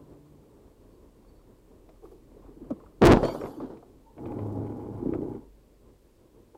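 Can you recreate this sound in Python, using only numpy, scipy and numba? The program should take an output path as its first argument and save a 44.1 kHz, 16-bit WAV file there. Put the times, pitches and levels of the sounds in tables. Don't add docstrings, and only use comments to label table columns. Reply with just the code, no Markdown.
import sys
import numpy as np
from scipy import signal
from scipy.fft import rfft, irfft, next_fast_len
from scipy.io import wavfile
from scipy.ndimage import map_coordinates
from numba import njit

SR = 44100
rng = np.random.default_rng(int(sys.argv[2]) if len(sys.argv) > 2 else 0)


def persist_wave(psi):
    counts = np.round(np.clip(psi, -1, 1) * 32767).astype(np.int16)
    wavfile.write(sys.argv[1], SR, np.atleast_2d(counts).T)


N = 289957
TOP_HZ = 16000

# (time [s], force [dB], release [dB/s])
CRUSH_STROKES = [(3.019, -11.5, 99.5), (3.069, 7, 800), (3.112, -2.5, 368.5), (3.175, -20.5, 398.5),
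                 (3.249, -23.5, 200), (3.355, -33.5, 170), (3.442, -33, 121), (3.623, -38, 130),
                 (3.711, -40.5, 206)]
# (frequency [Hz], relative density [dB per Hz])
SHELL_SPECTRUM = [(25, -7), (40, -6), (68, -19), (125, -1.5), (185, -6), (280, 4.5), (450, 2), (600, -6),
                  (900, -9), (1400, -20.5), (2200, -37.5), (4500, -39), (7000, -51), (15000, -65.5)]
# (time [s], size [dB], time to give way [ms])
SHARP_SNAPS = [(3.0203, -9, 0.069), (3.0499, -3.5, 0.11), (3.055, 14, .016), (3.061, 4.5, .062),
               (3.0666, 6, 0.062), (3.07, 2, .032), (3.1041, -1.5, .24), (3.121, 1.5, 0.11),
               (3.1252, 1, 0.1), (3.1346, -3, 0.11), (3.172, -5, 0.26), (3.231, -11.5, .3)]
CONTACT_S, CONTACT_RISE_DB_PER_S = 3.019, 4001
CRUSH_RISE_DB_PER_S = 383.5
SHUDDER_DB, SHUDDER_FALL_DB_PER_S = -19.5, 49.5
SMALL_SNAP_MAX_DB, SMALL_SNAP_MS, FOLDING_S = -1.5, .13, .16

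HEAVE_S, HEAVE_HZ, HEAVE_DB = 3.09, 36.2, -22
HEAVE_RISE_DB_PER_S, HEAVE_FALL_DB_PER_S = 349, 107

# (time [s], clack level [dB], clack pitch [Hz], click level before colouring [dB], click upper edge [Hz])
PART_RATTLES = [(1.89, -53, 650, -53.5, 8000), (2.03, -54.5, 785, -69, 4000), (2.052, -55, 1060, -62, 4000),
                (2.115, -64, 1120, -72, 3000), (2.461, -60, 1110, -66, 3500), (2.705, -31, 500, -47, 9050),
                (2.8, -53.5, 1090, -70, 2200), (2.835, -54, 890, -68, 2200), (2.86, -56.5, 1210, -63, 2200),
                (3.162, -40, 597, -29, 7000), (3.231, -21.5, 540, -33, 6000),
                (3.251, -27.5, 620, -30.5, 14100), (3.283, -27, 590, -35, 5000),
                (3.347, -31, 585, -58, 5000), (3.413, -31.5, 500, -36.5, 2600),
                (3.437, -33, 513, -40, 2600), (3.458, -40.5, 550, -38.5, 2870),
                (3.602, -34.5, 538, -51, 5000), (3.771, -59, 560, -51, 5000),
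                (3.826, -49.5, 740, -68, 2000), (4.18, -44.5, 606, -44, 2340),
                (4.257, -42.5, 563, -43, 3400), (4.319, -43, 840, -50, 3400),
                (4.389, -40.5, 655, -43.5, 3200), (5.136, -33.5, 520, -36.5, 2660),
                (5.148, -34, 462, -49, 2400), (6.547, -50.5, 805, -61, 4040)]
# (frequency [Hz], relative density [dB per Hz])
TRIM_SPECTRUM = [(250, -16), (480, 9), (800, -4), (1250, -3), (1700, -24.5), (3000, -46.5), (8000, -46)]
# (frequency [Hz], filter gain [dB])
CLICK_RESPONSE = [(900, -16.5), (1400, 3), (1780, -3.5), (2080, 3.5), (2500, 1.5), (2850, -8), (3300, -5.5),
                  (4800, -7.5), (9000, -15.5), (15000, -21)]
LOOSE_FROM_S, LOOSE_TO_S = .1, 4.7
LOOSE_CLACK_MAX_DB, LOOSE_CLICK_MAX_DB, LOOSE_EDGE_HZ = -64, -70.5, 2600
CLACK_Q, TRIM_DB = 7, -3

# (time [s], pitch [Hz], nominal level [dB])
GLASS_SHARDS = [(3.16, 4740, -57), (3.233, 3160, -40), (3.236, 4400, -44.5), (3.27, 4610, -49),
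                (3.285, 2246, -43.5), (3.305, 3190, -54), (3.387, 5520, -60), (3.315, 14230, -65),
                (3.345, 8440, -69), (3.412, 7030, -58), (3.43, 11180, -68), (3.48, 13550, -74),
                (3.495, 9700, -69), (3.558, 4610, -62.5)]
# (ratio to pitch [1], relative level [dB])
SHARD_PARTIALS = [(1, 0), (1.035, -9), (1.53, -16.5)]
# (time [s], level [dB])
SPLINTER_SHOWERS = [(3.06, -55), (3.25, -54), (3.46, -65.5)]
SHARD_T60_S, SHARD_PITCH_HZ, SHARD_RING_LAW = 0.26, 5000, 0.69
SHARD_FLUTTER_RAD = 0.6
CHIP_FROM_S, CHIP_SPREAD_S, CHIP_LOW_HZ, CHIP_HIGH_HZ = 3.17, 0.38, 4200, 14800
CHIP_DB, CHIP_FADE_DB = -66, 9
SHOWER_RISE_DB_PER_S, SHOWER_FALL_DB_PER_S, SHOWER_S = 301, 67.5, 1

# (start [s], end [s], level [dB])
JUDDER_BOUTS = [(4.418, 4.634, -36.5), (4.946, 4.963, -43), (5.137, 5.372, -47.5)]
# (frequency [Hz], relative density [dB per Hz])
SLIP_SPECTRUM = [(40, -19), (100, 7), (210, 1.5), (320, -1), (480, -17), (620, -6.5), (830, -24),
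                 (1100, -27), (2000, -61), (5000, -75), (15000, -92)]
# (time [s], crunch level [dB])
SNOW_DRIFTS = [(4.29, -35), (5.04, -38)]
# (frequency [Hz], relative density [dB per Hz])
SNOW_SPECTRUM = [(30, -12.5), (60, -10), (130, -2.5), (170, -14), (215, -3.5), (300, 0), (490, -9.5),
                 (570, -18.5), (670, -18), (750, -23.5), (835, -19), (1000, -23), (1350, -35), (2300, -57),
                 (3000, -59), (6000, -66), (15000, -78)]
# (frequency [Hz], relative density [dB per Hz])
GROAN_SPECTRUM = [(650, -43), (770, -10), (815, 2.5), (840, 4.5), (870, -8), (930, -13), (1000, -10),
                  (1150, -43)]
# (frequency [Hz], relative density [dB per Hz])
RASP_SPECTRUM = [(1100, -31), (1420, 6.5), (1720, -9), (2050, -2.5), (2300, -1.5), (2750, -18), (3070, -8),
                 (3500, -26), (8000, -46)]
PLOUGH_FROM_S, PLOUGH_TO_S = 4.19, 5.365
PLOUGH_RISE_DB_PER_S, PLOUGH_FALL_DB_PER_S = 450, 245
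DRIFT_RISE_DB_PER_S, DRIFT_FALL_DB_PER_S = 71, 5
SLIP_HZ, JUDDER_RISE_DB_PER_S, JUDDER_FALL_DB_PER_S = 105.1, 168, 92
GROAN_DB, GROAN_ROUGH_DB, RASP_DB = -18.5, 3, -36

# (time [s], level [dB], centre pitch [Hz], length scale [ms])
LOW_THUMPS = [(2.044, -43, 416, 13), (2.133, -44.5, 402, 8.6), (2.372, -47, 466, 6),
              (2.571, -43, 336, 10.8), (2.622, -37, 311.5, 8.5), (2.715, -24, 274.7, 8.7),
              (3.585, -33.5, 300, 13), (3.628, -33, 299.7, 14), (3.735, -40.5, 269, 8.8),
              (4.252, -35, 291, 3.9), (4.272, -31.5, 300.7, 5), (5.072, -19.5, 310.2, 2.6),
              (5.136, -23, 303, 2.1), (5.21, -28, 387, 1.7), (5.232, -24, 349.7, 2),
              (6.55, -46.5, 397.6, 6.7)]
# (frequency [Hz], relative level [dB], T60 [s])
BODY_MODES = [(139, 12, 0.068), (231, 4, 0.025), (281, -7.5, 0.075), (330, -2, 0.047), (497, -5, 0.057),
              (513, -17, 0.1), (877, -27, 0.037)]
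HOP_S, HOP_PERIOD_S, HOP_COUNT, HOP_HZ, HOP_MS = 5.029, .0322, 11, 334.9, 3
HOP_DB, HOP_FADE_DB, FIRST_HOP_DB = -17.5, 1.15, -25.5
THUMP_SAG_OCTAVES, BODY_DB = .5, -11.5

# (time [s], pitch [Hz], level [dB])
SQUEAK_NOTES = [(.93, 4470, -77), (1.29, 4500, -75), (1.37, 4520, -76), (4.08, 903.7, -53),
                (5.42, 918, -60.5), (6.555, 850, -64)]
SQUEAK_RISE_DB_PER_S, SQUEAK_FALL_DB_PER_S = 700, 300

# (time [s], level [dB])
SPRAY_SLAPS = [(2.044, -51), (2.12, -55)]
# (frequency [Hz], relative density [dB per Hz])
SLUSH_SPECTRUM = [(200, -17.5), (330, -3), (410, 4), (520, -10), (650, -15), (830, -13), (1200, -28),
                  (1600, -38), (6000, -38.5)]
SPRAY_RISE_DB_PER_S, SPRAY_FALL_DB_PER_S = 700, 163

# (time [s], firing rate [Hz], level [dB])
ENGINE_COURSE = [(.4, 49, -78), (.65, 46, -60.5), (1.3, 38, -61.5), (2.5, 42, -56.5), (3.3, 48, -62.5),
                 (5.2, 48.7, -56), (6.57, 47.8, -69)]
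ENGINE_ORDERS_DB = [-2.5, 1, -12, -20]
LIFT_S, BOOM_DB, BOOM_FALL_DB_PER_S = 0.36, -56, 98
BOOM_OCTAVE_DB = -2.5

# (time [s], level [dB])
ROAD_COURSE = [(0, -52), (.3, -54.5), (1.1, -58), (2.3, -57.5), (2.77, -49), (2.95, -56), (3.8, -55),
               (3.95, -60.5), (5.3, -60), (6.57, -61.5)]
# (frequency [Hz], relative density [dB per Hz])
CABIN_SPECTRUM = [(15, -25), (27, -11.5), (48, -2.5), (70, -5.5), (115, -6.5), (175, -10.5), (240, -7),
                  (300, -5.5), (410, -6), (560, -13), (740, -22.5), (1050, -22), (1350, -34), (3000, -48),
                  (6000, -69.5)]

# (frequency [Hz], gain [dB])
MICROPHONE_RESPONSE = [(5, -22), (22, -3), (40, 0.5), (5000, 0), (9000, -0.5), (15000, -2)]
# (frequency [Hz], relative density [dB per Hz])
HISS_SPECTRUM = [(500, 3.5), (2000, -0.5), (4500, -2.5), (6000, -5), (8000, -3), (10000, -6), (14800, -5.5),
                 (15800, -8.5)]


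def amp(db):
    return 10 ** (np.asarray(db) / 20)


def unit(x):
    return x / np.sqrt(np.mean(x ** 2) + 1e-20)


def curves(rows):
    s, *cols = np.transpose(rows)
    return [np.interp(np.arange(N) / SR, s, c) for c in cols]


def wobble(rate, size=N):
    knots = rng.standard_normal(int(size * rate / SR) + 4)
    return map_coordinates(knots, [np.arange(size) * rate / SR])


def colour(x, points):
    m = 2 * next_fast_len(len(x) // 2 + 4096)
    hz, db = np.transpose(points)
    gain_db = np.interp(np.log(np.fft.rfftfreq(m, 1 / SR) + 1), np.log(hz), db)
    cepstrum = irfft(np.log(amp(gain_db)))
    cepstrum[1:m // 2] *= 2
    cepstrum[m // 2 + 1:] = 0
    return irfft(rfft(x, m) * np.exp(rfft(cepstrum)))[:len(x)]


def noise(points, envelope=1):
    white = rng.standard_normal(N)
    return colour(envelope * white, points) / np.std(colour(white, points))


def grains(rate, spread_db):
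    hits = rng.random(N) < rate / SR
    signs = rng.choice([-1, 1], N)
    return hits * signs * amp(spread_db * rng.standard_normal(N).clip(-2, 2))


def add(track, s, sound):
    room = track[round(s * SR):][:len(sound)]
    room += sound[:len(room)]


def ring(modes, t, scatter_db, detune):
    hz, db, t60 = np.transpose(modes)[:, :, None]
    size, shift = rng.standard_normal((2, len(modes), 1))
    gain = amp(db + scatter_db * size) * rng.choice([-1, 1], (len(modes), 1))
    decay = np.exp(-np.log(1000) * t / t60)
    return np.sum(gain * decay * np.sin(2 * np.pi * hz * (1 + detune * shift) * t), axis=0)


def saturate(x, top, order):
    return x / (1 + np.abs(x / top) ** order) ** (1 / order)


def swell(start, end, rise, fall):
    t = np.arange(N) / SR
    return amp(-abs(rise) * np.maximum(start - t, 0) - abs(fall) * np.maximum(t - end, 0))


def strongest(events, rise, fall):
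    return np.max([amp(db) * swell(s, s, rise, fall) for s, db in events], axis=0)


def crushing_force():
    strokes = [amp(db) * swell(s, s, CRUSH_RISE_DB_PER_S, release) for s, db, release in CRUSH_STROKES]
    shudder = amp(SHUDDER_DB) * swell(CONTACT_S, CONTACT_S, 0, SHUDDER_FALL_DB_PER_S)
    contact = swell(CONTACT_S, CONTACT_S, CONTACT_RISE_DB_PER_S, 0)
    return contact * np.max(strokes + [shudder], axis=0)


def crash():
    force = crushing_force()
    buckling = force * unit(colour(grains(rate=2500, spread_db=3.5), SHELL_SPECTRUM))
    snaps = [(s, amp(db), give_ms) for s, db, give_ms in SHARP_SNAPS]
    for when, size in rng.random(size=(14, 2)):
        s = CONTACT_S + when * FOLDING_S
        gain = amp(SMALL_SNAP_MAX_DB - 2.8 * size) * force[round(s * SR)]
        snaps.append((s, gain, SMALL_SNAP_MS))
    breaks = np.zeros(N)
    t = np.arange(-SR // 100, SR // 100) / SR
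    for s, gain, give_ms in snaps:
        step = np.tanh(t * 10 ** 3 / give_ms)
        add(breaks, s + t[0], gain * step * np.exp(-np.abs(t) / .0009))
    return buckling + breaks


def heave():
    t = np.arange(N) / SR
    envelope = amp(HEAVE_DB) * swell(HEAVE_S, HEAVE_S, HEAVE_RISE_DB_PER_S, HEAVE_FALL_DB_PER_S)
    return envelope * np.sin(2 * np.pi * HEAVE_HZ * t + .3 * wobble(12))


def rattles():
    notes, clack, click = np.zeros(N), np.zeros(N), np.zeros(N)
    t = np.arange(SR // 4) / SR
    light = []
    for when, size, pitch in rng.random(size=(24, 3)):
        s = LOOSE_FROM_S + when * (LOOSE_TO_S - LOOSE_FROM_S)
        clack_db, click_db = LOOSE_CLACK_MAX_DB - 5 * size, LOOSE_CLICK_MAX_DB - 5 * size
        light.append((s, clack_db, 600 * 2 ** pitch, click_db, LOOSE_EDGE_HZ))
    for s, clack_db, hz, click_db, edge_hz in PART_RATTLES + light:
        decay = amp(clack_db) * np.exp(-t / 0.0099)
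        band_hz = [hz / (1 + 1 / CLACK_Q), hz * (1 + 1 / CLACK_Q)]
        hollow = signal.butter(2, band_hz, "bandpass", fs=SR, output="sos")
        note = unit(signal.sosfilt(hollow, decay * rng.standard_normal(len(t))))
        add(notes, s, np.sqrt(np.mean(decay ** 2)) * note)
        add(clack, s, amp(TRIM_DB) * decay)
        contact = signal.butter(4, min(edge_hz, TOP_HZ), fs=SR, output="sos")
        burst = np.exp(-t / 0.0066) * rng.standard_normal(len(t))
        add(click, s, amp(click_db) * signal.sosfilt(contact, burst))
    return notes + noise(TRIM_SPECTRUM, clack) + colour(click, CLICK_RESPONSE)


def glass():
    shards, splinters = np.zeros(N), np.zeros(N)
    t = np.arange(SR // 2) / SR
    chips = []
    for when, pitch in rng.random(size=(40, 2)):
        hz = CHIP_LOW_HZ + pitch * (CHIP_HIGH_HZ - CHIP_LOW_HZ)
        chips.append((CHIP_FROM_S + when * CHIP_SPREAD_S, hz, CHIP_DB - CHIP_FADE_DB * when))
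    for s, hz, db in GLASS_SHARDS + chips:
        t60 = SHARD_T60_S * (hz / SHARD_PITCH_HZ) ** SHARD_RING_LAW
        tumble = amp(3 * wobble(90, len(t))) * (1 - np.exp(-t / .01))
        flutter_s = SHARD_FLUTTER_RAD * wobble(200, len(t)) / (2 * np.pi * hz)
        modes = [(hz * ratio, db + level, t60) for ratio, level in SHARD_PARTIALS if hz * ratio < TOP_HZ]
        add(shards, s, tumble * ring(modes, t + flutter_s, scatter_db=4.0, detune=0.0034))
    t = t[:SR // 8]
    for when, pitch, size, life in rng.random(size=(1500, 4)):
        hz = 2800 * (15000 / 2800) ** pitch
        t60 = .02 + .12 * life
        tink = amp(-9 * size - 6 * pitch - 60 * t / t60) * (1 - np.exp(-t / .002))
        add(splinters, CONTACT_S + when * SHOWER_S, tink * np.sin(2 * np.pi * hz * t))
    shower = strongest(SPLINTER_SHOWERS, SHOWER_RISE_DB_PER_S, SHOWER_FALL_DB_PER_S)
    return shards + shower * splinters / np.std(splinters[splinters != 0])


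def ploughing():
    moving = swell(PLOUGH_FROM_S, PLOUGH_TO_S, PLOUGH_RISE_DB_PER_S, PLOUGH_FALL_DB_PER_S)
    load = strongest(SNOW_DRIFTS, DRIFT_RISE_DB_PER_S, DRIFT_FALL_DB_PER_S)
    bouts = [amp(db) * swell(start, end, JUDDER_RISE_DB_PER_S, JUDDER_FALL_DB_PER_S)
             for start, end, db in JUDDER_BOUTS]
    grip = np.max(bouts, axis=0)
    turns = SLIP_HZ * np.arange(N) / SR + 0.045 * wobble(110) + 0.24 * wobble(10)
    slips = np.diff(np.floor(turns), prepend=np.floor(turns[0])) * amp(0.82 * wobble(110))
    drone = .4 * np.cos(2 * np.pi * turns)
    judder = grip * (unit(colour(slips - slips.mean(), SLIP_SPECTRUM)) + drone)
    crunch = load * unit(colour(grains(rate=900, spread_db=1), SNOW_SPECTRUM))
    groan = load * amp(GROAN_DB + GROAN_ROUGH_DB * wobble(70)) * noise(GROAN_SPECTRUM)
    crust = unit(colour(grains(rate=260, spread_db=1.5), RASP_SPECTRUM))
    rasp = load * amp(RASP_DB + 4.2 * wobble(22)) * crust
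    return moving * (judder + crunch + groan + rasp)


def thumps():
    out = np.zeros(N)
    t = np.arange(-SR // 20, SR // 6) / SR
    hops = []
    for k in range(HOP_COUNT):
        db = HOP_DB - HOP_FADE_DB * k if k else FIRST_HOP_DB
        hops.append((HOP_S + k * HOP_PERIOD_S, db, HOP_HZ, HOP_MS))
    for s, db, hz, length_ms in LOW_THUMPS + hops:
        u = t * 10 ** 3 / length_ms
        pitch_hz = hz * 2 ** (-THUMP_SAG_OCTAVES * np.tanh(u / 2))
        phase = 2 * np.pi * (np.cumsum(pitch_hz) / SR + rng.random()) + 0.44 * wobble(300, len(t))
        blow = np.sin(phase) / np.cosh(np.where(u < 0, 1.9 * u, u))
        body = ring(BODY_MODES, np.maximum(t, 0), scatter_db=8.0, detune=0.069)
        add(out, s + t[0], amp(db) * (blow + amp(BODY_DB) * body / np.abs(body).max()))
    return out


def squeaks():
    t = np.arange(N) / SR
    out = np.zeros(N)
    for s, hz, db in SQUEAK_NOTES:
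        envelope = amp(db + 2.4 * wobble(120)) * swell(s, s, SQUEAK_RISE_DB_PER_S, SQUEAK_FALL_DB_PER_S)
        out += envelope * np.sin(2 * np.pi * hz * t + 1.0 * wobble(180))
    return out


def spray():
    slaps = sum(amp(db) * swell(s, s, SPRAY_RISE_DB_PER_S, SPRAY_FALL_DB_PER_S) for s, db in SPRAY_SLAPS)
    return noise(SLUSH_SPECTRUM, slaps * amp(1.3 * wobble(70)))


def engine():
    firing_hz, level_db = curves(ENGINE_COURSE)
    phase = 2 * np.pi * np.cumsum(firing_hz * (1 + .008 * wobble(2.3))) / SR
    orders = zip((.5, 1, 2, 3), ENGINE_ORDERS_DB)
    hum = sum(amp(db + 2.5 * wobble(8)) * np.sin(k * phase) for k, db in orders)
    boom_gain = amp(BOOM_DB) * swell(0, LIFT_S, 0, BOOM_FALL_DB_PER_S)
    boom = np.sin(3 * phase) + amp(BOOM_OCTAVE_DB) * np.sin(6 * phase + wobble(25))
    return amp(level_db) * hum + boom_gain * boom


def road():
    level_db, = curves(ROAD_COURSE)
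    return amp(level_db + 2.2 * wobble(16)) * noise(CABIN_SPECTRUM)


def scene():
    impact = crash() + heave() + rattles() + glass()
    motion = ploughing() + thumps() + squeaks() + spray()
    return (impact + motion + engine() + road())[None]


@njit
def recover(x, fall):
    y = x.copy()
    for i in range(1, len(x)):
        y[i] = max(x[i], y[i - 1] - fall)
    return y


def record(dry):
    top, fall_per_s, lag_share = .44, 330, .95
    clipped = saturate(dry[0], top, order=3)
    capacitor = signal.butter(1, 70, "highpass", fs=SR, output="sos")
    lag = signal.sosfilt(capacitor, recover(clipped, fall_per_s / SR) - clipped)
    overloaded = saturate(colour(clipped + lag_share * lag, MICROPHONE_RESPONSE), top, order=8)
    out = overloaded + amp(-73.0) * noise(HISS_SPECTRUM)
    band = np.clip((TOP_HZ - np.fft.rfftfreq(N, 1 / SR)) / 250, 0, 1)
    return irfft(rfft(out) * band, N)[None]


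dry = scene()
out = record(dry)
persist_wave(out)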